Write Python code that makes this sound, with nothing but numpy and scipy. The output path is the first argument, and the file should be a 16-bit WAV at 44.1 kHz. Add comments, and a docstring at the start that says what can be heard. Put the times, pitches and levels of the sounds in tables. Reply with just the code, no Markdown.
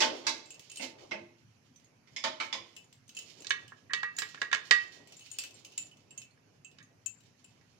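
"""Household noise murmurs throughout (shaped noise) while hands rub and slide (dull noise, tiny contacts). Pots
clatter further off, mostly in the first second and again after two: damped modes with much room. From 0.4 s
glass bangles tick and ring on the wrists: contact noise, beating hoops, low hoop modes. From 3.4 to 4.7 s, and
faintly after 6 s, a steel plate is knocked as the hands stuff vegetables. It all happens in a small hard-walled
kitchen, close to two unlike microphones."""
import sys
import numpy as np
from scipy import signal
from scipy.fft import rfft, irfft, next_fast_len
from scipy.io import wavfile
from scipy.ndimage import uniform_filter1d, map_coordinates

SR = 44100
rng = np.random.default_rng(int(sys.argv[2]) if len(sys.argv) > 2 else 0)


def wav_out(sig):
    """Save sig, one row per channel (or a flat mono array), as 16-bit PCM at SR to the path in sys.argv[1]."""
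    wavfile.write(sys.argv[1], SR, np.round(np.clip(np.atleast_2d(sig).T, -1, 1) * 32767).astype(np.int16))


N = 343539
SPAN = 24000  # samples in one struck sound with its room
T = np.arange(SPAN) / SR
HZ = np.fft.rfftfreq(SPAN, 1 / SR)

# Colour of a bangle contact, also of the patter of the hands. Each row: frequency in Hz, level in dB.
CONTACT_COLOUR = [(300, -20.5), (1500, -10), (2500, 1), (5000, 3), (7500, 0.5), (10000, -1), (16000, 12.5)]


def amp(db):
    """Decibels to gain."""
    return 10 ** (np.asarray(db) / 20)


def unit(x):
    """Scaled to rms 1."""
    return x / np.sqrt(np.mean(x ** 2) + 1e-20)


def along(points, hz):
    """A curve through (Hz, value) points on a log frequency axis, level beyond its ends."""
    f, v = np.transpose(points)
    return np.interp(np.log(hz + 1), np.log(f + 1), v)


def filtered(x, response):
    """x times a response of frequency, without phase shift."""
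    m = next_fast_len(N + 8192)
    return irfft(rfft(x, m) * response(np.fft.rfftfreq(m, 1 / SR)), m)[..., :N]


def causal(points):
    """A minimum-phase response through (Hz, dB) points, so that nothing sounds ahead of its blow."""
    cepstrum = irfft(np.log(amp(along(points, HZ)) + 1e-6), SPAN)
    cepstrum[1:SPAN // 2] *= 2
    cepstrum[SPAN // 2 + 1:] = 0
    return np.exp(rfft(cepstrum))


def wobble(rate):
    """A smooth random curve, rate knots a second."""
    return map_coordinates(rng.standard_normal(int(N * rate / SR) + 4), [np.arange(N) * rate / SR])


def dying(t60):
    """A fall of 60 dB in t60 seconds."""
    return amp(-60 * T / np.maximum(t60, .001))


def ringing(modes, spread_db, blur_hz):
    """Damped modes at new strengths; whatever rests on the object makes their phase drift."""
    hz, db, t60 = np.transpose(modes)[:, :, None, None]
    hold = 100  # samples between steps of the drift
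    step_size = np.sqrt(2 * np.pi * abs(blur_hz) * hold / SR)
    steps = step_size * rng.standard_normal((len(modes), 1, SPAN // hold))
    drift = uniform_filter1d(np.repeat(np.cumsum(steps, -1), hold, -1), size=hold)
    # the two channels start about a quarter turn apart
    phase = rng.normal([[0], [np.pi / 2]], .5, (len(modes), 2, 1)) + drift
    strength = amp(db + spread_db * rng.standard_normal((len(modes), 2, 1)))
    tones = strength * dying(t60) * np.sin(2 * np.pi * hz * T + phase)
    return tones.sum(0) * (1 - np.exp(-T / 0.0014))


def crack(colour, t60):
    """A short burst of coloured noise whose first moments have rms near 1."""
    gain = causal(colour)
    burst = rng.standard_normal((2, SPAN)) * dying(t60)
    return irfft(rfft(burst) * gain / np.sqrt(np.mean(abs(gain) ** 2)), SPAN)


def heard(sound, wet_db, colour=((100, 0),), beyond_db=0):
    """The direct sound plus the answer of the walls, which builds within a few milliseconds."""
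    # The kitchen, then the rooms beyond it. Each row: level in dB, t60 in seconds.
    rooms = [(1.5, 0.21), (-13, 0.69)]
    (near_db, near_t60), (far_db, far_t60) = rooms
    bright = rng.standard_normal((2, SPAN))
    # curtains and doorways dull what returns from the rooms beyond
    dull = signal.lfilter(*signal.butter(2, 5900, fs=SR), bright)
    kitchen = amp(near_db) * dying(near_t60) * bright
    beyond = amp(far_db + beyond_db) * dying(far_t60) * dull
    walls = (kitchen + beyond) * (1 - np.exp(-T / 0.0011))
    path = 1 + amp(wet_db) * rfft(walls) / np.linalg.norm(walls[0])
    fade = np.cos(np.pi / 2 * T / T[-1])
    return irfft(rfft(sound) * path * causal(colour), SPAN) * fade


def add(out, s, db, pan_db, sound):
    """Lay a sound into the scene at s seconds; pan_db is left minus right."""
    gain = amp(db + np.array([[.5], [-.5]]) * pan_db)
    out[:, max(round(s * SR), 0):][:, :SPAN] += gain * sound


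def murmur():
    """Household noise through the walls: a low hum lifted by standing waves, and a hiss, both patchy."""
    # Tilt of the noise. Each row: frequency in Hz, relative density in dB.
    tilt = [(25, -25), (65, -20), (105, -1), (170, -5), (280, -11.5), (450, -29), (800, -24), (2600, -23),
            (3600, -34.5), (6200, -28), (8200, -43), (11000, -39), (15000, -51), (16500, -72.5)]
    # Standing waves of the room. Each row: centre in Hz, width in Hz, lift in dB.
    standing_waves = [(111, 16, 3), (143, 5.2, 6), (255, 25, 7.5)]
    patchy_db = 2.4  # rms unevenness over time and frequency

    z = signal.stft(rng.standard_normal((2, N)), nperseg=1024)[2]
    patches = uniform_filter1d(uniform_filter1d(rng.standard_normal(z.shape[1:]), 8, 0), 4, 1)
    noise = signal.istft(z * amp(patchy_db * unit(patches)), nperseg=1024)[1][:, :N]

    def colour(hz):
        boom_db = sum(db / (1 + (2 * (hz - c) / w) ** 2) for c, w, db in standing_waves)
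        return amp(along(tilt, hz) + boom_db)

    return amp(-64.0) * unit(filtered(noise, colour))


def handling():
    """A dull rub, and a patter of tiny contacts in clumps that the walls spread out."""
    # Hands at work. Each row: time in seconds, sleeve and table rub in dB, fingers and hoops sliding in dB.
    work = [(0, -42.5, -39), (.55, -70.5, -73), (.8, -70.5, -43.5), (1.05, -58.5, -63.5),
            (1.401, -79.5, -78), (2.1, -75, -73), (2.6, -65, -58.5), (3.05, -81.5, -83), (3.25, -68.5, -53),
            (3.5, -65.5, -62), (3.8, -71.5, -69.5), (4.3, -68, -58.5), (4.999, -65.5, -56.5),
            (5.2, -74, -55), (5.6, -69, -59), (6.4, -75.5, -80), (6.8, -75.5, -85), (7.79, -77, -70)]
    # Colour of the rub. Each row: frequency in Hz, level in dB.
    rub_colour = [(150, -30), (300, 0.5), (420, -1.5), (650, -6), (1200, -15), (3000, -65)]
    rub_lumps_db, contacts_per_s = 2, 500
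    s, rub_db, slide_db = np.transpose(work)
    t = np.arange(N) / SR

    friction = filtered(rng.standard_normal((2, N)), lambda hz: amp(along(rub_colour, hz)))
    rub = unit(amp(rub_lumps_db * wobble(22)) * friction)

    contact_db = 6.4 * wobble(23) + 1.6 * rng.exponential(size=N)
    contacts = (rng.random(N) < contacts_per_s / SR) * amp(contact_db)
    one = heard(crack(CONTACT_COLOUR, 0.0012), wet_db=2.5)
    patter = unit(signal.fftconvolve(contacts[None], one, axes=1)[:, :N])
    return amp(np.interp(t, s, rub_db)) * rub + amp(np.interp(t, s, slide_db)) * patter


def clatter():
    """Far pots: little direct sound, much room; each blow favours the body or the rim."""
    # Blows on pots further off. Each row: start in seconds, strength in dB, body in dB, edge in dB,
    # clang of a rim in dB, clack of a lid in dB.
    blows = [(.0034, -20, -8.5, 9.5, -12, -3.5), (0.0192, -18, -6.5, 4, 4, -19),
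             (0.2475, -48.5, 10.5, 5, 8, -18), (.267, -21, -14, 11.5, -3.5, -5),
             (0.795, -41.5, 10.5, 1, -19, 8), (0.823, -38, 2, -7, -12, 0), (0.9834, -50.5, -16, 1, -6, -6),
             (1.1106, -35, -9, 2.5, -5, -13.5), (1.1145, -34, 7.5, -22, -8, 5.5),
             (2.073, -60.5, -20, 10.5, 10, -16), (2.163, -44.5, -6, 18, 19, 7),
             (2.239, -20.5, -11, 1.5, -1.5, -16), (2.4002, -25.5, -14.5, 0, 2, -22.5),
             (2.527, -40, 1.5, 16.5, 20, -18)]
    # Modes of the pots, their rims (broad, quickly damped) and their lids.
    # Each row: frequency in Hz, level in dB, t60 in seconds.
    pot_modes = [(210, -27, 0.35), (257, -19, 0.3), (340, -31, 0.7), (468, -27, 0.15), (547, -25, 0.16),
                 (626, -26, 0.2), (889, -25, 0.18), (1060, -29, 0.09), (1667, -27, 0.033)]
    rim_modes = [(1045, -22, 0.02), (2080, -9, 0.008), (2245, -9, .01), (3060, -5, 0.007),
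                 (3380, -5, 0.008), (5120, -12, 0.006), (6740, -17, 0.007)]
    lid_modes = [(2145, -9, .03), (2270, -12, .015), (2595, -11, .03), (2820, -17, .015)]
    # The contact noise is thin under the low modes. Each row: frequency in Hz, level in dB.
    scrape_colour = [(700, -8), (1500, 0)]
    gap_db, middle_db, rim_spread_db = -2, 3, 1.5

    out = np.zeros((2, N + SPAN))
    for s, db, body_db, edge_db, clang_db, lid_db in blows:
        colour = [(60, body_db - 31.0), (250, body_db - 3.0), (800, .5 * body_db + 7.0),
                  (1250, gap_db - .5 * lid_db),  # thinner the more a lid is struck
                  (1800, middle_db), (3200, 0.34),
                  (5500, edge_db - 4.0), (8500, edge_db - 17.0), (15000, edge_db - 17.5)]
        scrape = crack(scrape_colour, 0.028) * (1 - np.exp(-T / 0.002))
        body = ringing(pot_modes, spread_db=2.5, blur_hz=7.1)
        clang = amp(clang_db) * ringing(rim_modes, spread_db=rim_spread_db, blur_hz=30.2)
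        clack = amp(lid_db) * ringing(lid_modes, spread_db=rim_spread_db, blur_hz=39)
        blow = scrape + body + clang + clack
        add(out, s, db, 0, heard(blow, wet_db=6.5, colour=colour))
    return out[:, :N]


def bangles():
    """Each touch scrapes briefly, rings the struck hoop, rings its neighbours and wakes the hoops' lowest
    modes."""
    # Bangle touches. Each row: start in seconds, strength in dB, struck hoop in Hz, its ring in dB, # lowest
    # modes of the hoops in dB.
    touches = [(.378, -69, 6440, 16, -12), (0.4572, -53, 7400, 2, -19), (0.505, -42, 7280, 1.5, -12.5),
               (0.543, -44, 6570, -11, -11), (0.5948, -38.5, 6570, -13.5, -23), (0.698, -41, 6720, -2, -14),
               (0.716, -38.5, 8640, -5, -16), (0.7581, -35, 7070, -9.5, -34),
               (0.7716, -34.5, 8440, -3, -14.5), (1.7597, -52.5, 5980, -8.5, -28),
               (1.798, -57.5, 6140, -17, -22), (1.8444, -55.5, 6630, -3, -37),
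               (2.7507, -60.5, 6970, 1, -17), (2.7648, -38, 7320, -7.5, -12.5),
               (2.842, -62, 6950, 3.5, -30), (2.927, -44.5, 7540, -13.5, -46),
               (3.079, -53.5, 6220, -2, -28), (3.092, -40, 6360, -17, -22), (3.1493, -46, 7100, 0, -15),
               (3.1675, -33.5, 7070, -4, -10), (3.1888, -32, 7040, -7.5, -15.5),
               (3.221, -46.5, 6720, -7.5, -6.5), (3.404, -47, 7200, -1, -26),
               (3.421, -40, 6250, -11.5, -28), (3.494, -44, 6400, 2.5, -46), (3.679, -44, 8510, -11, -18),
               (4.1655, -39, 6960, 1.5, -36), (4.1865, -19.5, 7484, -12.5, -27.5),
               (4.2, -35, 7740, -22, -26), (4.288, -43.5, 7060, -16.5, -49),
               (4.877, -56.5, 6720, -1.5, -23), (5.073, -46.5, 7620, -13, -17),
               (5.1228, -42, 5740, -12.5, -17.5), (5.167, -47.5, 6950, -0.5, -25),
               (5.194, -44, 6490, -4.5, -20), (5.208, -46.5, 4250, -12.5, -13),
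               (5.2218, -51, 6750, -8, -11), (5.264, -46, 6280, -26, -12), (5.3035, -45, 4730, -22, -18),
               (5.3146, -40.5, 6950, 4.5, -19), (5.3408, -48, 7120, -6, -16), (5.386, -22, 7430, -3.5, -22),
               (5.437, -29.5, 8460, -26, -17.5), (5.508, -45.5, 6430, -17, -16),
               (5.5417, -58, 7420, 7.5, -20), (5.5943, -53, 6870, -7.5, -26), (5.6486, -36, 6400, -12, -17),
               (5.7206, -48.5, 6320, -12.5, -11), (5.7772, -28, 7180, 1.5, -17),
               (5.818, -44, 7100, -10, -20), (5.868, -49, 6660, -5, -29), (5.913, -53.5, 8360, -14, -6.5),
               (5.9704, -52.5, 6400, -11, -21), (6.107, -49.5, 7550, -2.5, -9),
               (6.177, -41, 7270, 5.5, -14), (6.2167, -41.5, 7450, -16, -15), (6.308, -63, 4350, 0, -25),
               (6.6465, -51, 7520, 3.5, -6), (6.714, -52.5, 3780, -17.5, -15.5),
               (6.8273, -53.5, 6450, -5, -21), (7.06, -39, 7230, 5, -16.5),
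               (7.206, -53, 3920, -14.5, -19.5), (7.2356, -59, 3830, -14, -29),
               (7.443, -49.5, 7360, -4.5, -12)]
    # The other hoops. Each row: frequency in Hz, level in dB.
    neighbours = [(6570, -7.5), (6960, -31.5), (7380, -8), (8420, -35), (8570, -7), (9170, -4.5)]
    # Upper bending modes of a hoop. Each row: level in dB, t60 in seconds.
    bending = [(-4, 0.041), (-5, 0.013)]
    # Where those modes lie, as shares of the hoop's pitch.
    shares = (1, 1.885)
    # Lowest modes of the hoops. Each row: frequency in Hz, level in dB, t60 in seconds.
    low_modes = [(2640, 0, 0.08), (2765, -8, .08), (2985, -1, 0.08), (3135, -4, 0.03)]
    # Where the wrists are. Each row: time in seconds, left minus right in dB.
    wrists = [(0, 3), (2.8, 4), (4.2, 2), (5.4, 10), (5.65, 3), (5.8, 8), (6.6, 2), (7.06, 15), (7.5, 3)]
    stray_db = 2.5  # how far a touch strays from the wrist's place
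    twin = .991  # pitch share of a mode's partner
    own_share, own_db = .357, 4  # the struck hoop's lowest mode: share of its pitch, and its lift
    close_db = -9  # the bangles, close by and bright, stir the rooms beyond less

    out = np.zeros((2, N + SPAN))
    for s, db, hz, ring_db, low_db in touches:
        hoops = [(hz, 2.5), (hz * twin, -4)]  # an uneven hoop splits each mode into a beating pair
        luck = rng.normal(0, 4, len(neighbours))
        hoops += [(f, level + more) for (f, level), more in zip(neighbours, luck)]
        modes = [(f * share, level + mode_db + ring_db, t60)
                 for f, level in hoops
                 for share, (mode_db, t60) in zip(shares, bending)]
        lowest = []
        for f, level, t60 in low_modes:
            is_own = abs(f / (hz * own_share) - 1) < .04
            lowest.append((f * rng.normal(1, 0.0047), level + low_db + own_db * is_own, t60))
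        tick = crack(CONTACT_COLOUR, 0.031)
        ring = ringing(modes, spread_db=3.0, blur_hz=32.5)
        low_ring = ringing(lowest, spread_db=2.5, blur_hz=8)
        pan_db = np.interp(s, *np.transpose(wrists)) + stray_db * rng.standard_normal()
        add(out, s, db, pan_db, heard(tick + ring + low_ring, wet_db=-1.5, beyond_db=close_db))
    return out[:, :N]


def plate():
    """A sharp contact and a weaker second one, each with the plate's modes under the load of vegetables."""
    # Knocks on the plate. Each row: start in seconds, strength in dB, ring in dB,
    # edge in dB (low for a soft contact), lasting tones in dB (low under a hand).
    knocks = [(3.446, -38.5, -13, 3.5, -8), (3.4686, -38.5, -21, 13.5, 1), (3.5059, -17.5, -3.5, -1.5, -11),
              (3.7195, -28, -14, -89, -29), (3.8958, -56, 6.5, -22, 11), (3.906, -36.5, 1.5, -25, -16),
              (3.934, -18, -9.5, 1, 0), (4.0312, -18.5, -9, -15, -2), (4.184, -26, -9, -16, -4),
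              (4.2195, -19.5, -11, -6.5, -4), (4.345, -27, -18.5, -13.5, -17), (4.375, -44, -0.5, -17, -22),
              (4.4163, -12.5, -14, -10.5, -7), (4.5143, -28.5, -3.5, -8, -13), (4.5286, -14, -5, -6, -14.5),
              (4.5467, -14.5, -26, -7.5, -11), (4.7096, -4, -13, -3, 0), (6.374, -55.5, -10.5, -15, -6),
              (6.785, -45.5, -12.5, 1, -21), (6.8026, -56, 2, -6.5, -1), (6.81, -56, 0, -18, -15),
              (7.6119, -55, -13, -7, -2.5)]
    # Modes of the plate. Each row: frequency in Hz, level in dB, t60 in seconds.
    plate_modes = [(440, -17, 0.12), (1100, -8, 0.04), (1196, -19, 0.28), (1387, -16, 0.06),
                   (1671, -4, 0.05), (1699, -7, 0.05), (1850, -3, 0.05), (1911, -6, 0.29),
                   (2183, -13, 0.07), (2284, -11, 0.08), (2585, -12, .07), (2660, -24, 0.5),
                   (3020, -9, .045), (3580, -9, .06), (3812, -12, .06), (4560, -15, 0.05), (6200, -8, .03),
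                   (6492, -19, .14)]
    rock_s, rock_db = .011, -12  # the plate rocks and meets the counter a second time
    body_db, pan_db = -10.5, -2.5
    contact_t60, rise_s = .022, .0006
    lasting_s = .2  # modes that outlive this are the ones a hand can still
    soft_share = .2  # share of the edge loss that already dulls the plate's main tone

    out = np.zeros((2, N + SPAN))
    for s, db, ring_db, edge_db, lasting_db in knocks:
        modes = [(hz, level + lasting_db * (t60 > lasting_s), t60) for hz, level, t60 in plate_modes]
        colour = [(35, body_db - 45.5), (100, body_db - 4), (700, body_db), (1400, 0.015),
                  (1700, 0.00041), (2100, soft_share * edge_db),
                  (4500, edge_db), (12000, edge_db - 17.0)]
        for late_s, loss_db in ((0, 0), (rock_s, rock_db)):
            contact = crack([(100, 0)], contact_t60) * (1 - np.exp(-T / rise_s))
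            ring = amp(ring_db) * ringing(modes, spread_db=2, blur_hz=3)
            blow = heard(contact + ring, wet_db=-8.5, colour=colour)
            add(out, s + late_s, db + loss_db, pan_db, blow)
    return out[:, :N]


def scene():
    """Everything at the microphones: the treble of the near sounds falls off, the murmur joins as it is."""
    # Microphone fall-off. Each row: frequency in Hz, level in dB.
    fall_off = [(7700, 3.5), (9000, -5.5), (15000, -21.5), (16400, -25)]
    hands = handling() + clatter() + bangles() + plate()
    return filtered(hands, lambda hz: amp(along(fall_off, hz))) + murmur()


def record(dry):
    """Between about 100 and 250 Hz the ports hear nearly alike, each port has its colour, and the hardest peaks
    round off."""
    # How unlike the two ports hear. Each row: frequency in Hz, side level in dB.
    unlike = [(40, 0.5), (100, -11.5), (250, -11), (500, -1), (900, -0.5)]
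    # Colour of the ports. Each row: frequency in Hz, left minus right in dB.
    port_colour = [(100, -1.5), (700, 0.5), (1300, -2.5), (2500, -6.5), (4500, -10.5), (7000, -7.5),
                   (9000, 2), (14000, 3)]
    ceiling, top_hz = .95, 16500
    mid = (dry[0] + dry[1]) / 2
    side = filtered((dry[0] - dry[1]) / 2, lambda hz: amp(along(unlike, hz)))
    pair = np.array([mid + side, mid - side])
    pair = filtered(pair, lambda hz: amp(np.outer([.5, -.5], along(port_colour, hz))))
    pair = pair / (1 + abs(pair / ceiling) ** 6) ** (1 / 6)
    return filtered(pair, lambda hz: hz < top_hz)  # nothing passes above the band limit


dry = scene()
out = record(dry)
wav_out(out)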